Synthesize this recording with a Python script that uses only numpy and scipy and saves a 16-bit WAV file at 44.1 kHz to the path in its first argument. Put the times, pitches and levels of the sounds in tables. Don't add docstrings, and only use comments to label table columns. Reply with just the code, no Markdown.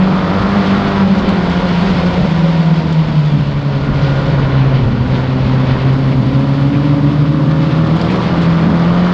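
import sys
import numpy as np
from scipy import signal
from scipy.fft import rfft, irfft, next_fast_len
from scipy.io import wavfile
from scipy.ndimage import uniform_filter1d, minimum_filter1d

SR = 44100
rng = np.random.default_rng(int(sys.argv[2]) if len(sys.argv) > 2 else 0)


def inscribe(sig):
    pcm = np.round(np.clip(np.atleast_2d(sig).T, -1, 1) * 32767)
    wavfile.write(sys.argv[1], SR, pcm.astype(np.int16))


N = 402633

# (time [s], firing rate [Hz])
FIRING_RATE = [(0, 186), (.08, 189), (.28, 187.5), (.39, 195), (.46, 193.5), (.53, 201), (.62, 202),
               (.71, 196), (.8, 200.5), (.98, 196.5), (1.16, 184), (1.5, 173), (1.65, 180), (1.73, 172.5),
               (1.86, 175), (2, 171), (2.16, 180), (2.27, 160), (2.5, 166), (2.85, 157), (2.96, 159),
               (3.3, 147), (3.44, 140), (3.6, 142), (3.8, 135), (4.2, 137), (4.55, 134), (5.1, 133),
               (5.22, 130), (5.7, 131), (5.96, 134.5), (6.35, 137.3), (6.68, 141), (6.88, 146.3),
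               (7.12, 147.3), (7.25, 151.3), (7.43, 150.7), (7.51, 155), (7.98, 159), (8.24, 163),
               (8.35, 169), (8.6, 165.5), (8.84, 169.5), (8.92, 174), (9.13, 179)]
# (time [s], opening [0-1])
THROTTLE = [(0, 0.84), (.35, 1), (1.02, 0.95), (1.08, 0.55), (3.2, 0), (4.4, 0.18), (5.7, 0.45),
            (6.5, 0.69), (7.4, 0.66), (7.9, 0.83), (8.3, 0.81), (9.13, 0.92)]
# (time [s], engine load [dB], relative tyre and air hiss [dB])
LOAD_AND_HISS = [(0.03, -20.5, -35), (0.71, -19, -30.5), (1.02, -19, -32), (1.09, -20.5, -34),
                 (1.25, -18.5, -33.5), (1.92, -19.5, -29.5), (3.34, -27, -35.5), (3.74, -24.5, -38),
                 (4.07, -20.5, -32.5), (4.6, -20, -38), (5.03, -24, -38.5), (5.16, -19.5, -35.5),
                 (5.28, -23, -37), (5.76, -20, -36), (6.24, -26.5, -36.5), (7.05, -25, -37),
                 (7.35, -28, -36.5), (7.75, -24.5, -35.5), (7.92, -27, -35.5), (8.04, -24, -33),
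                 (8.25, -20, -34.5), (8.64, -20.5, -34.5), (9.1, -20.5, -33.5)]
# (time [s], level [dB])
BOOM_LEVEL = [(0, -9), (.28, -19.5), (1.1, -10.5), (1.34, -15.5), (1.5, -15), (2.2, -13.5), (2.65, -10),
              (3.33, -11), (3.52, -17.5), (4.2, -15), (4.75, -12), (5.07, -19), (5.3, -11.5), (6.6, -13.5),
              (7.85, -13.5), (8.16, -24), (8.48, -10.5), (9.13, -11.5)]
# (centre [Hz], width [Hz], full-throttle lift [dB])
OCTAVE_MODE = [(289, 46, 17)]
# (order [x firing rate], coasting level [dB], full-throttle level [dB])
STRONG_ORDERS = [(.5, -38, -29), (.75, -42, -33), (1.25, -39, -32), (1.5, -33, -32), (1.75, -45, -34),
                 (2.5, -47, -31.5), (3, -35, -32), (3.5, -49, -32), (3.75, -47, -41), (4, -37.5, -32.5),
                 (4.5, -46, -36), (5, -48, -34), (5.5, -52, -33.5), (6, -49, -35.5), (6.5, -54, -35.5),
                 (7, -47, -35.5), (7.5, -53, -42), (8, -49, -39), (8.5, -54, -44), (9, -53, -45)]

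# (centre [Hz], width [Hz], lift [dB])
BODY_MODES = [(78, 14, 3), (294, 30, 4), (400, 35, 4), (552, 26, 10), (705, 40, 4), (975, 60, 4.5),
              (1160, 70, 1.5), (1400, 160, 3.5)]
PANEL_MODES = [(580, 28, -1.5), (694, 21, -0.5), (1030, 140, 1), (1170, 23, 3.5), (1434, 16, 3),
               (1894, 230, 4), (2160, 150, 3), (2363, 130, 3), (2640, 150, 2.5), (2970, 150, 2),
               (3500, 160, 1.5), (4100, 85, 0), (4810, 220, -2)]
CHASSIS_MODE = [(196, 170, 10)]

# (frequency [Hz], relative spectral density [dB])
RASP_COLOUR = [(30, -37.5), (200, -12.5), (350, 2), (550, 4), (780, -2), (1000, 0), (1250, -6.5),
               (1450, -4), (1700, -10), (2500, -20.5), (4500, -29), (6500, -40), (11000, -87)]
SNARL_COLOUR = [(300, -41.5), (900, -5.5), (1160, 12), (1350, 3), (1550, -6.5), (1750, 2), (2000, -20),
                (3000, -25.5), (7000, -78)]
VALVE_COLOUR = [(1200, -30), (1800, -1), (3200, -1), (4700, -7), (6000, -25), (9000, -55), (13000, -100)]
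HISS_COLOUR = [(200, -32.5), (700, 0.5), (1400, 4.5), (1750, -1), (2100, 1.5), (2600, -0.5), (3300, 2),
               (4000, -1), (4800, -2), (5800, -14), (7000, -19.5), (8300, -31.5), (10000, -39.5),
               (12000, -60)]
TOP_HISS_COLOUR = [(5000, -38), (8000, -2), (10200, -2), (12000, -24), (15000, -37.5)]
WIND_COLOUR = [(20, 13), (45, 16), (80, 18), (110, 16), (200, 14), (500, -30), (4000, -100)]
CHASSIS_COLOUR = [(20, -30.5), (70, -2), (130, 12.5), (205, 15.5), (250, 12), (320, 7.5), (450, -25.5),
                  (900, -41), (5000, -100)]
GRIT_COLOUR = [(300, -32), (1500, -12), (3000, 13), (4600, 7), (5600, -3), (6800, -5.5), (8300, -15.5),
               (10200, -35), (12000, -53), (16000, -71)]

# (time [s], firing rate [Hz], relative level [dB])
NEAR_CARS = [(0, 157, -24.5), (.6, 191, -22), (1.0, 201, -19), (1.35, 198, -15.5), (1.55, 188, -23.5),
             (1.8, 200, -23), (2.05, 182, -16), (2.3, 189, -21.5), (3.0, 169, -19.5), (3.6, 150, -26),
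             (4.1, 150, -20.5), (4.5, 163, -24.5), (5.3, 102, -37), (6.4, 120, -28.5), (7.25, 121, -22),
             (7.6, 160, -28), (7.95, 165, -15.5), (8.15, 188, -19.5), (8.4, 180, -26), (9.13, 185, -34)]
CAR_AHEAD = [(0, 153, -33.5), (1.2, 146, -34.5), (3.3, 144, -38), (3.8, 141, -28.5), (4.55, 139, -23.5),
             (4.85, 113, -17), (5.2, 129, -21.5), (5.75, 125, -20.5), (6.0, 131, -21), (6.25, 124, -16),
             (6.5, 132, -21.5), (7.0, 140, -18.5), (7.2, 144, -18.5), (7.4, 133, -17.5), (7.65, 138, -20),
             (7.85, 116, -21), (8.3, 122, -27), (9.13, 157, -40)]
# (order [x firing rate], level against the firing tone [dB])
RIVAL_ORDERS = [(2.5, -25), (3, -22), (4, -20), (5, -28), (7, -31), (8, -28)]
# (time [s], level [dB])
TOP_HISS_LEVEL = [(0, -71), (2.5, -78), (3.3, -88.5), (5.3, -89), (5.9, -69), (9.13, -71)]
# (time [s], wind buffet [dB], drone of pack and chassis [dB])
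RUMBLE = [(0, -26, -27.5), (.65, -26.5, -21), (2.1, -23, -28), (2.7, -29, -36), (3.3, -28.5, -31),
          (3.9, -20.5, -29), (5.1, -21, -23), (5.9, -24.5, -21), (6.7, -32, -21), (7.35, -41, -19),
          (8.3, -25, -20), (9.13, -28, -20.5)]
# (time [s], low thump [dB], chassis ring [dB], dip of the exhaust boom [dB])
JOLTS = [(.42, -18.5, -29, -2.5), (.89, -24, -25.5, 4), (1.22, -22, -17, 11), (1.38, -27, -25, 3),
         (1.93, -21, -22.5, 5), (2.21, -17.5, -17, 3.5), (2.86, -33, -17, 10), (3.11, -23, -18.5, 5),
         (3.38, -25, -14.5, 0.5), (3.57, -21, -39, 2), (3.91, -20, -18.5, 1), (4.881, -15, -17, 2),
         (5.479, -17.5, -28, 7), (5.74, -21, -25, 6), (6.24, -23, -18.5, 5), (8.68, -30, -13, 5.5),
         (8.92, -23, -44, 1)]
# (start [s], relative level [dB], decay time [s])
GRIT_SPRAYS = [(1.183, -43, .02), (1.289, -35, 0.0083), (1.497, -37, 0.016), (1.53, -45, .016),
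               (1.809, -40, .012), (2.925, -32, 0.0058), (6.196, -58, .007), (7.959, -36, 0.013),
               (8.012, -40.5, .03), (8.104, -39, 0.013), (8.157, -38, .008), (8.222, -43, .022),
               (8.414, -40.5, 0.034), (8.556, -47, 0.01)]
# (peak time [s], half length [s], centre [Hz], level [dB])
BURSTS = [(1.19, 0.017, 3950, -39), (1.995, 0.059, 540, -28), (2.216, 0.084, 483, -25.5),
          (4.04, 0.022, 3670, -38), (4.39, .02, 1000, -26), (5.145, .035, 3000, -35.5),
          (6.125, 0.014, 2100, -33.5), (6.75, .02, 2100, -33), (7.94, 0.085, 550, -27),
          (8.03, 0.078, 480, -27), (8.11, .025, 2200, -28.5), (8.139, 0.093, 370, -23.5),
          (8.175, 0.08, 1000, -28.5), (8.201, .15, 3950, -43)]
# (peak time [s], half length [s], pitch [Hz], level [dB], roughness [x pitch])
SLIDES = [(2.597, 1, 961, -33, .045), (4.102, .55, 1432, -35.5, .02)]


def from_db(db):
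    return 10 ** (np.asarray(db) / 20)


def unit_power(x):
    return x / np.sqrt(np.mean(x ** 2) + 1e-20)


def in_time(rows):
    times, *columns = np.transpose(rows)
    return [np.interp(np.arange(N) / SR, times, column) for column in columns]


def lift(modes, hz):
    return sum(db / (1 + (2 * (hz - centre) / width) ** 2) for centre, width, db in modes)


def swell(peak_s, half_length):
    return np.exp(-np.minimum(((np.arange(N) / SR - peak_s) / half_length) ** 2, 30))


def drift(rate_hz):
    hop = 40
    pole = np.exp(-2 * np.pi * rate_hz * hop / SR)
    slow = signal.lfilter([1], [1, -2 * pole, pole * pole], rng.standard_normal(N // hop + 2002))[2000:]
    return np.interp(np.arange(N) / hop, np.arange(len(slow)), unit_power(slow))


def coloured_noise(colour, modes=(), source=None):
    size = next_fast_len(N)
    hz = np.maximum(np.fft.rfftfreq(size, 1 / SR), 1)
    points_hz, points_db = np.transpose(colour)
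    colour_db = np.interp(np.log(hz), np.log(points_hz), points_db)
    subsonic_cut = hz ** 2 / (hz ** 2 + 18 ** 2)
    gain = from_db(colour_db + lift(modes, hz)) * subsonic_cut
    white = rng.standard_normal(size) if source is None else source
    return unit_power(irfft(rfft(white, size) * gain, size)[:N])


def wobbling_phase(hz, wobble, wobble_hz):
    return 2 * np.pi * np.cumsum(hz * (1 + wobble * drift(wobble_hz))) / SR


def puffs(phase, depth, limp):
    return unit_power(np.exp(depth * np.cos(phase) + limp * np.cos(phase / 4)))


def cycle_rattle(phase, size=1024):
    cycle = phase / (8 * np.pi)
    places = np.arange(size) / size
    patterns = (drift(6) * np.interp(cycle, places, rng.standard_normal(size), period=1)
                for _ in range(4))
    return unit_power(sum(patterns))


def exhaust_tone(phase, level_db, flutter_db, sway):
    return np.sqrt(2) * from_db(level_db + flutter_db * drift(15)) * np.sin(phase + sway * drift(6.6))


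def exhaust_boom(phase, firing_hz, throttle, dip_db):
    boom_db, = in_time(BOOM_LEVEL)
    boom = exhaust_tone(phase, boom_db - dip_db, flutter_db=1.17, sway=.061)
    octave_db = -36 + 5.5 * throttle + np.sqrt(throttle) * lift(OCTAVE_MODE, 2 * firing_hz)
    return boom + exhaust_tone(2 * phase, octave_db, flutter_db=3.5 - throttle, sway=.099)


def exhaust_overtones(phase, firing_hz, throttle, load_db):
    strong = {order: levels for order, *levels in STRONG_ORDERS}
    out = np.zeros(N)
    for quarters in [2, 3, 5, 6, 7, *range(9, 45)]:
        order = quarters / 4
        weak_db = -43 - order
        shut_db, open_db = strong.get(order, (weak_db - 4, weak_db))
        level_db = shut_db + (open_db - shut_db) * throttle + lift(BODY_MODES, firing_hz * order)
        if order > 2:
            level_db += .42 * (load_db + 15)
        smear = .03 * order * drift(9) + rng.uniform(0, 2 * np.pi)
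        out += from_db(level_db + 1.8 * drift(6)) * np.sin(phase * order + smear)
    return np.sqrt(2) * out


def exhaust_rasp(phase, load_db):
    rasp = from_db(load_db - 3) * coloured_noise(RASP_COLOUR, PANEL_MODES)
    return (rasp + roar_bursts()) * puffs(phase, depth=.3, limp=.07)


def intake_snarl(phase, throttle, recurring_share=.35):
    gulps = np.sqrt(recurring_share) * cycle_rattle(phase)
    gulps += np.sqrt(1 - recurring_share) * rng.standard_normal(N)
    level = from_db(-26 - 29.5 * (1 - throttle))
    return level * coloured_noise(SNARL_COLOUR, source=gulps) * puffs(phase, depth=.82, limp=.083)


def valve_clatter(phase, load_db):
    return from_db(load_db - 15) * coloured_noise(VALVE_COLOUR, PANEL_MODES, source=cycle_rattle(phase))


def own_engine(dip_db):
    firing_hz, = in_time(FIRING_RATE)
    throttle, = in_time(THROTTLE)
    load_db, _ = in_time(LOAD_AND_HISS)
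    phase = wobbling_phase(firing_hz, wobble=.003, wobble_hz=14.5)
    exhaust = exhaust_boom(phase, firing_hz, throttle, dip_db)
    exhaust += exhaust_overtones(phase, firing_hz, throttle, load_db)
    exhaust += exhaust_rasp(phase, load_db)
    return exhaust + intake_snarl(phase, throttle) + valve_clatter(phase, load_db)


def rival_exhaust(car, octave_db, flutter_db):
    firing_hz, level_db = in_time(car)
    phase = wobbling_phase(firing_hz, wobble=.005, wobble_hz=7)
    out = np.sin(phase) * from_db(flutter_db * drift(13))
    for order, db in [(2, octave_db), *RIVAL_ORDERS]:
        overtone_db = db + lift(BODY_MODES, order * firing_hz) + flutter_db * drift(11)
        out += from_db(overtone_db) * np.sin(order * phase)
    return np.sqrt(2) * from_db(level_db + .2) * out


def tyre_hiss():
    _, hiss_db = in_time(LOAD_AND_HISS)
    top_db, = in_time(TOP_HISS_LEVEL)
    hiss = from_db(hiss_db + 2 + drift(30)) * coloured_noise(HISS_COLOUR, PANEL_MODES)
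    return hiss + from_db(top_db) * coloured_noise(TOP_HISS_COLOUR)


def wind_buffet(thump):
    wind_db, _ = in_time(RUMBLE)
    return np.hypot(from_db(wind_db + .36 * drift(9.3)), thump) * coloured_noise(WIND_COLOUR)


def chassis_drone(ring):
    _, drone_db = in_time(RUMBLE)
    drone = from_db(drone_db + .9 * drift(15)) * coloured_noise(CHASSIS_COLOUR)
    return drone + ring * coloured_noise(CHASSIS_COLOUR, CHASSIS_MODE)


def jolts():
    thump, ring, dip_db = np.zeros((3, N))
    for peak_s, thump_db, ring_db, depth_db in JOLTS:
        shape = swell(peak_s, half_length=.061)
        thump += from_db(thump_db) * shape
        ring += from_db(ring_db) * shape
        dip_db += depth_db * shape
    return thump, ring, dip_db


def grit(rise_s=.0015):
    shower = np.zeros(N)
    for start_s, db, decay_s in GRIT_SPRAYS:
        start = round(start_s * SR)
        age = np.arange(N - start) / SR
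        shower[start:] += from_db(db) * (1 - np.exp(-age / rise_s)) * np.exp(-age / decay_s)
    grains = from_db(8 - 4 * drift(200))
    return shower * grains * coloured_noise(GRIT_COLOUR)


def roar_bursts(half_width_octaves=.32):
    out = np.zeros(N)
    for peak_s, half_length, hz, db in BURSTS:
        band = [(hz * 2 ** (k * half_width_octaves), -3 * k * k) for k in range(-6, 7)]
        out += from_db(db) * swell(peak_s, half_length) * coloured_noise(band)
    return out


def tyre_squeal():
    out = np.zeros(N)
    for peak_s, half_length, hz, db, roughness in SLIDES:
        wavering_hz = hz * (1 + .011 * drift(8))
        phase = wobbling_phase(wavering_hz, wobble=roughness, wobble_hz=70)
        out += from_db(db) * swell(peak_s, half_length) * np.sin(phase)
    return np.sqrt(2) * out


def scene():
    thump, ring, dip_db = jolts()
    near = rival_exhaust(NEAR_CARS, octave_db=-18, flutter_db=3.5)
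    ahead = rival_exhaust(CAR_AHEAD, octave_db=-5, flutter_db=0)
    engines = own_engine(dip_db) + near + ahead
    track = tyre_hiss() + tyre_squeal() + wind_buffet(thump) + chassis_drone(ring) + grit()
    return (engines + track)[None]


def limiter(x, ceiling_db, release_db_per_s):
    over_db = np.maximum(20 * np.log10(np.abs(x) + 1e-9) - ceiling_db, 0)
    ramp_db = release_db_per_s * np.arange(N) / SR
    duck_db = ramp_db - np.maximum.accumulate(over_db + ramp_db, axis=-1)
    early_db = minimum_filter1d(duck_db, size=161)
    return x * from_db(uniform_filter1d(early_db, size=161))


def record(dry):
    held = limiter(dry, ceiling_db=-1.9, release_db_per_s=120)
    return signal.sosfilt(signal.butter(12, 15000, fs=SR, output="sos"), held)


dry = scene()
out = record(dry)
inscribe(out)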